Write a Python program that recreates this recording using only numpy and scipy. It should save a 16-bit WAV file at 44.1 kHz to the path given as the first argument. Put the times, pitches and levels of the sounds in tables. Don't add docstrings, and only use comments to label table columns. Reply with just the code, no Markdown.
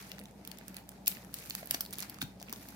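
import sys
import numpy as np
from scipy import signal
from scipy.fft import rfft, irfft
from scipy.io import wavfile

SR = 44100
rng = np.random.default_rng(int(sys.argv[2]) if len(sys.argv) > 2 else 0)


def bounce(signal):
    frames = np.transpose(np.atleast_2d(signal))
    limited = np.clip(frames, -1, 1)
    pcm = np.round(limited * 32767).astype(np.int16)
    wavfile.write(sys.argv[1], SR, pcm)


def level_to_linear(level):
    exponent = np.asarray(level, float) / 20
    return 10 ** exponent


N = 121275


def rms_one(x):
    return x / np.sqrt(np.mean(x ** 2) + 1e-20)


def at_hz(points, hz):
    table_hz, values = np.array(points).T[:2]
    return np.interp(np.log(hz), np.log(table_hz), values)


def drift(rate_hz):
    r = np.exp(-2 * np.pi * rate_hz * 40 / SR)
    white = rng.standard_normal(N // 40 + 2002)
    slow = signal.lfilter([1], [1, -2 * r, r * r], white)[2000:]
    return np.interp(np.arange(N) / 40, np.arange(len(slow)), rms_one(slow))


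def resonate(x, hz, width_hz):
    r = np.exp(-np.pi * width_hz / SR)
    top = np.array([1, 0, -1]) * (1 - r * r) / 2
    return signal.lfilter(top, [1, -2 * r * np.cos(2 * np.pi * hz / SR), r * r], x)


def left_right(pan_db):
    return level_to_linear(np.array([[pan_db / 2], [-pan_db / 2]]))


def lag_left(x):
    lag_s = 0.000193
    turn = np.exp(-2j * np.pi * np.fft.rfftfreq(N, 1 / SR) * lag_s)
    return np.array([irfft(rfft(x[0]) * turn, N), x[1]])


# (frequency [Hz], likeness [0 to 1])
EAR_LIKENESS = [(60, 1), (200, 1), (380, 0.8), (700, 0.61), (1300, 0.0053), (15000, 0.012)]


def banded(white, spectrum, patchy_db, alike_max):
    out, edges = 0, 40 * 2 ** np.arange(0, 9, .5)
    for k, (low, high) in enumerate(zip(edges, edges[1:])):
        band = signal.butter(2, [low, high], "band", fs=SR, output="sos")
        mid, side = signal.sosfilt(band, white[k % 2])
        hz = np.sqrt(low * high)
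        alike = np.clip(at_hz(EAR_LIKENESS, hz), 0, alike_max)
        stereo = np.sqrt(1 + alike) * mid + np.sqrt(1 - alike) * side * [[1], [-1]]
        out = out + level_to_linear(at_hz(spectrum, hz) + patchy_db * drift(16)) * stereo
    return rms_one(out)


# (frequency [Hz], level [dB])
ROOM_COLOUR = [(40, -19.5), (125, -3.5), (250, -4.5), (400, -13), (750, -11.5), (1100, -31.5), (8500, -36),
               (14500, -37)]


def room():
    white = rng.standard_normal((2, 2, N))
    return level_to_linear(-54.5) * banded(white, ROOM_COLOUR, patchy_db=2.0, alike_max=0.92)


# (time [s], level [dB])
COMPRESSOR_LOAD = [(0.0, -61), (0.03, -60), (0.25, -48.5), (0.29, -77), (0.34, -60), (0.79, -54.5),
                   (0.82, -63.5), (1.17, -50), (1.49, -68), (1.58, -58.5), (1.72, -62.5), (2.04, -54),
                   (2.11, -69.5), (2.22, -53), (2.7, -63), (2.75, -52.5)]


def appliance():
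    drone_hz, width_hz = 190.2, 9.8
    evenness = 0.59
    t = np.arange(N) / SR
    narrow = resonate(rng.standard_normal(N), drone_hz, width_hz)
    drone = rms_one(resonate(narrow, drone_hz, 3 * width_hz))
    drone = rms_one(drone / (np.abs(signal.hilbert(drone)) + .3) ** evenness)
    mains = level_to_linear(-61 + 0.31 * drift(11)) * np.sin(2 * np.pi * 59.6 * t)
    return mains + level_to_linear(np.interp(t, *np.transpose(COMPRESSOR_LOAD))) * drone


def kitchen():
    t60_s, treble_t60_s, wall_cut_hz = .28, .24, 6000
    t = np.arange(SR // 2) / SR
    white = rng.standard_normal((2, len(t))) * np.minimum(t / 0.0015, 1)
    low = signal.sosfilt(signal.butter(1, wall_cut_hz, fs=SR, output="sos"), white)
    tail = low * level_to_linear(-60 * t / t60_s) + (white - low) * level_to_linear(-60 * t / treble_t60_s)
    return tail / np.sqrt(np.sum(tail ** 2) / 2)


# (time [s], peak level [dB],
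# pitch [Hz], time to fall 60 dB [s])
DAMPED_RINGS = [(1.628, -32.5, 647, 0.026), (1.709, -33.5, 644, 0.019), (1.743, -30.5, 695, 0.026),
                (1.744, -27.5, 295, 0.023), (2.224, -30, 804, 0.009), (2.2155, -24.5, 3680, 0.017),
                (2.216, -26, 1530, 0.017), (2.225, -28, 264, 0.039), (2.234, -25.5, 133, 0.045),
                (2.414, -36.5, 705, 0.02), (2.495, -38, 231, 0.057), (2.529, -30, 312, 0.015)]


def bumps():
    out, t = np.zeros(N), np.arange(N) / SR
    for s, db, hz, t60_s in DAMPED_RINGS:
        age = np.maximum(t - s, 0)
        onset = np.minimum(age * hz, 1)
        out += level_to_linear(db - 60 * age / t60_s) * onset * np.sin(2 * np.pi * hz * age)
    return lag_left([out] * 2)


# (time [s], rustle level [dB], extra sheen as fingers slide [dB])
FILM_MOTION = [(0, -53, -3), (.1, -65.5, 1), (.3, -71.5, -14), (.77, -62.5, -4), (.85, -71.5, -3),
               (1.05, -70, -6), (1.11, -57.5, 1.5), (1.29, -69, -2.5), (1.4, -62, 7.5), (1.6, -62.5, 5.5),
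               (1.75, -60, -8), (1.89, -68.5, 2.5), (2.02, -56.5, -2), (2.18, -67, -17), (2.34, -72.5, -19),
               (2.43, -66, -8), (2.64, -64.5, 6.5), (2.75, -65, 4)]
# (frequency [Hz], level [dB])
RUSTLE_COLOUR = [(900, -1.5), (1900, 5.5), (3200, -4.5), (4600, -0.5), (7500, -5), (11000, -15), (13500, 8),
                 (16000, 0)]


def rustle():
    grains_per_s, grain_spread_db, grain_ms, hiss_share = 900, 3, .7, .9
    s, *columns = np.transpose(FILM_MOTION)
    db, sheen_db = (np.interp(np.arange(N) / SR, s, c) for c in columns)
    born = rng.random((2, 1, N)) < grains_per_s * level_to_linear(3.5 * drift(15)) / SR
    sizes = born * level_to_linear(grain_spread_db * np.minimum(rng.exponential(1, N), 5))
    fade = np.exp(-1000 / (grain_ms * SR))
    grains = rms_one(signal.lfilter([1], [1, -fade], sizes + 1e-18))
    white = rng.standard_normal((2, 2, N)) * (hiss_share + grains)
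    colour = [(40, -44), (500, -25)] + list(RUSTLE_COLOUR)
    x = banded(white, colour, patchy_db=1.2, alike_max=0.66)
    low = signal.sosfilt(signal.butter(1, 5100, fs=SR, output="sos"), x)
    return level_to_linear(db + 7) * (low + level_to_linear(sheen_db) * (x - low))


# (time [s], peak level [dB], pitch [Hz], left-right [dB])
CREASE_POPS = [(0.025, -42, 4500, -0.5), (0.0564, -52, 2450, -0.5), (0.1074, -48, 2710, 6),
               (0.1171, -35.5, 3200, 8), (0.1825, -37, 1850, -2), (0.2137, -40, 1850, -1),
               (0.6118, -42.5, 1670, -6), (0.7442, -38, 2500, 2), (0.7824, -39, 2200, 3),
               (0.9213, -50, 1590, 4), (1.1224, -36, 2450, -4), (1.1497, -41, 4830, -1.0),
               (1.1694, -36, 1770, -9), (1.2915, -50, 1250, 0.0), (1.4252, -37.5, 2480, 3),
               (1.6298, -37.5, 1690, -4), (1.9544, -37, 5140, 7), (2.0141, -35, 5150, 4),
               (2.17, -45.5, 1550, -9), (2.1866, -41, 1100, -7), (2.4073, -42, 4330, 0.5),
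               (2.4843, -38.5, 2300, -5), (2.504, -44, 5160, -0.5), (2.5262, -35.5, 1110, -7),
               (2.6543, -47, 1510, -7), (2.7247, -47, 1030, -10)]
# (time [s], peak level [dB], pitch [Hz])
FINE_POPS = [(.0248, -42, 9000), (.0784, -50, 11000), (.0874, -48, 13000), (.094, -40, 9700),
             (.1974, -38.5, 9910), (.2124, -47, 10500), (1.0656, -34, 13800), (1.0738, -24, 13000),
             (1.3984, -38, 13000), (1.6974, -38, 14500), (2.0444, -42, 8840), (2.237, -40, 13800),
             (2.5042, -42, 13700), (.3105, -50, 9000), (.787, -44, 13500), (.8915, -38, 13800)]
# (time [s], peak level [dB], pitch [Hz], left-right [dB])
SNAP_BODY_POPS = [
    (1.0732, -18.5, 4050, 2),
    (1.7093, -18, 3900, 6),
    (0.1165, -32, 2270, 1),
]


def pops():
    puff_ms, sharpness = 1.3, 1.5
    out, t_ms = np.zeros((2, N + 400)), np.arange(400) * 1000 / SR
    fine = [(*row, 0) for row in FINE_POPS]
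    for s, db, hz, pan_db in CREASE_POPS + fine + SNAP_BODY_POPS:
        chance = rng.standard_normal((3, len(t_ms)))
        puff = (chance[0] + 0.54 * chance[1:]) * np.exp(-t_ms / puff_ms)
        width_hz = hz / sharpness
        ring = resonate(resonate(puff, hz, width_hz), hz, width_hz)
        i = int(s * SR)
        out[:, i:i + len(t_ms)] += level_to_linear(db + 0.1) * left_right(pan_db) * ring / np.abs(ring).max()
    return lag_left(out[:, :N])


# (time [s], bright peak [dB], body level [dB], left-right [dB])
SETTLING = [(0.116, -31.5, -44, 5.5), (0.1829, -50, -56.5, 6), (0.1909, -35.5, -49, -5),
            (0.2374, -41, -66, -13), (0.255, -58, -49.5, -1), (0.4493, -34.5, -49.5, -1),
            (0.474, -23.5, -46.5, -6.5), (0.5142, -33.5, -47.5, 10), (0.5721, -64, -56.5, 12),
            (0.585, -38, -51, -4), (0.6807, -28, -51, -6), (0.7424, -35.5, -60, 1),
            (0.766, -27, -44.5, -3.5), (0.8901, -31, -53, -3.5), (0.9163, -42, -62, -1)]
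# (time [s], bright peak [dB], body level [dB], left-right [dB])
CROWDED = [
    (1.0594, -32, -47, -2),
    (1.079, -10, -39, 9.5),
    (1.7055, -37, -66, 1),
    (1.9265, -29, -44, 2),
    (1.9367, -38, -48, 1),
]
# (time [s], bright peak [dB],
# body level [dB], length [ms], left-right [dB])
SEAL_SNAPS = [(1.0693, -22, -36.5, 2.8, -4), (1.0725, -35, -36.5, 3.4, -9), (1.0773, -5, -42, 0.88, -1),
              (1.1148, -42, -45, 3, -4), (1.1492, -52, -60, 1.3, 1), (1.17, -49, -67, 1.3, -1),
              (1.2471, -63, -54.5, 0.42, 20), (1.34, -20.5, -44, 5.1, 1), (1.386, -34, -49.5, 0.63, -9),
              (1.4584, -30.5, -63, 1.9, -8), (1.4976, -24, -49.5, 3.8, -6), (1.5061, -31, -34, 0.67, -2),
              (1.55, -19.5, -38.5, 1.8, -0.5), (1.6568, -32.5, -73, 2.4, -10), (1.6715, -25, -55, 1.4, -1),
              (1.709, -7, -33.5, 0.7, -2), (1.8065, -16.5, -34.5, 6.2, -0.5), (1.8505, -31, -49.5, 1.1, -6),
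              (1.8604, -35, -46.5, 1.3, 1),
              (1.9073, -33, -58, 1.5, -2), (1.9303, -29, -47.5, 2.7, -3), (1.9348, -26.5, -56, 1.5, -4),
           (1.9409, -64, -47, 1.3, 4), (1.9835, -20.5, -43, 2.7, 0), (1.991, -28, -46.5, 6.3, 0),
           (2.0023, -25, -50, 6.1, -11), (2.023, -26.5, -42, 4.5, 1), (2.0283, -32, -41.5, 1.5, 0),
           (2.0959, -24, -50, 3.5, 0.5), (2.142, -39, -52.5, 4.8, -2), (2.1854, -52, -54.5, 1.7, -4),
           (2.2242, -35, -40.5, 9.2, 7), (2.3987, -43, -54.5, 5, 1), (2.414, -44, -53, 7.4, 6),
           (2.4263, -26.5, -45, 0.44, -1), (2.4814, -59, -74, 1.5, -8), (2.4948, -34, -50.5, 3.6, 2),
           (2.526, -21.5, -53, 2, -2), (2.5336, -51, -47, 7.1, 6), (2.5598, -41, -50, 1.7, 1),
           (2.686, -32.5, -51, 2.1, -1)]
# (time [s], bright peak [dB], body level [dB], length [ms], left-right [dB])
SQUEEZING = [
    (1.7453, -20, -35, 7.7, 2.5),
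    (2.2177, -28.5, -40, 6.8, -3),
]
# (frequency [Hz], width [Hz], level [dB])
FILM_BODY = [(1460, 2360, -5), (2360, 990, 0.5), (3640, 1260, -4), (4270, 390, 3.5), (5490, 3200, -7)]
# (frequency [Hz], width [Hz], level [dB])
FILM_BRIGHT = [(8600, 5700, -8), (10960, 1100, -0.5), (12240, 1020, 0.5), (13670, 1250, 3.5),
               (14400, 2000, 0.5)]


def snaps():
    tick_ms, crack_ms, swell_ms, creak_ms = 1.66, 0.16, 4.6, 5.0
    creak_db, slow_spray, first_crack = -31, .45, 4.1
    bright_gain_db, body_gain_db, colour_spread_db = -2, 13, 2
    rows = [(s, a, b, tick_ms, p, crack_ms) for s, a, b, p in SETTLING + CROWDED]
    rows += [(*row, crack_ms) for row in SEAL_SNAPS]
    rows += [(*row, swell_ms) for row in SQUEEZING]
    out, t_ms = np.zeros((2, N + 2000)), np.arange(-800, 1200) * 1000 / SR
    after = np.maximum(t_ms, 0)
    for s, bright_db, body_db, ms, pan_db, rise_ms in rows:
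        chance, colour = rng.standard_normal((5, len(t_ms))), rng.standard_normal((2, 5))
        ms = np.clip(ms, .3, 6)
        strain = np.exp(t_ms / rise_ms) + level_to_linear(creak_db) * np.exp(t_ms / creak_ms)
        dying = np.exp(-4 * after / ms) + slow_spray * np.exp(-after / ms)
        shape = np.where(t_ms < 0, strain, dying)
        stereo = chance[0] + chance[1:3]
        spray = stereo * (np.abs(chance[3]) + 1.4) * shape + first_crack * (t_ms == 0)
        sound = 0
        for peaks, db, own in ((FILM_BRIGHT, bright_db + bright_gain_db, colour[0]),
                               (FILM_BODY, body_db + body_gain_db, colour[1])):
            part = 0
            for k, (hz, width_hz, peak_db) in enumerate(peaks):
                gain = (-1) ** k * level_to_linear(peak_db + colour_spread_db * own[k])
                part = part + gain * resonate(spray, hz, width_hz)
            sound = sound + level_to_linear(db) * part / np.abs(part).max()
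        i = int((s + .0009) * SR) - 800
        out[:, i:i + len(t_ms)] += sound * left_right(pan_db)
    return lag_left(out[:, :N])


def scene():
    film, knocks = snaps(), bumps()
    air, echo = room(), kitchen()
    friction, hum = rustle(), appliance()
    film = film + pops()
    wet = signal.fftconvolve(film + 1.06 * knocks, echo, axes=1)[:, :N]
    return film + knocks + level_to_linear(-11) * wet + friction + air + hum


def band_limit(x):
    return signal.sosfilt(signal.butter(12, 16980, fs=SR, output="sos"), x)


def record(dry):
    port = .5 * resonate(dry, 13800, 250)
    air = 0.29 * resonate(dry, 15200, 770)
    x = dry + port + air
    x = signal.sosfilt(signal.butter(4, 48, "high", fs=SR, output="sos"), x)
    x = signal.sosfilt(signal.ellip(6, .5, 26, 16000, fs=SR, output="sos"), x)
    return band_limit(x)


dry = scene()
out = record(dry)
bounce(out)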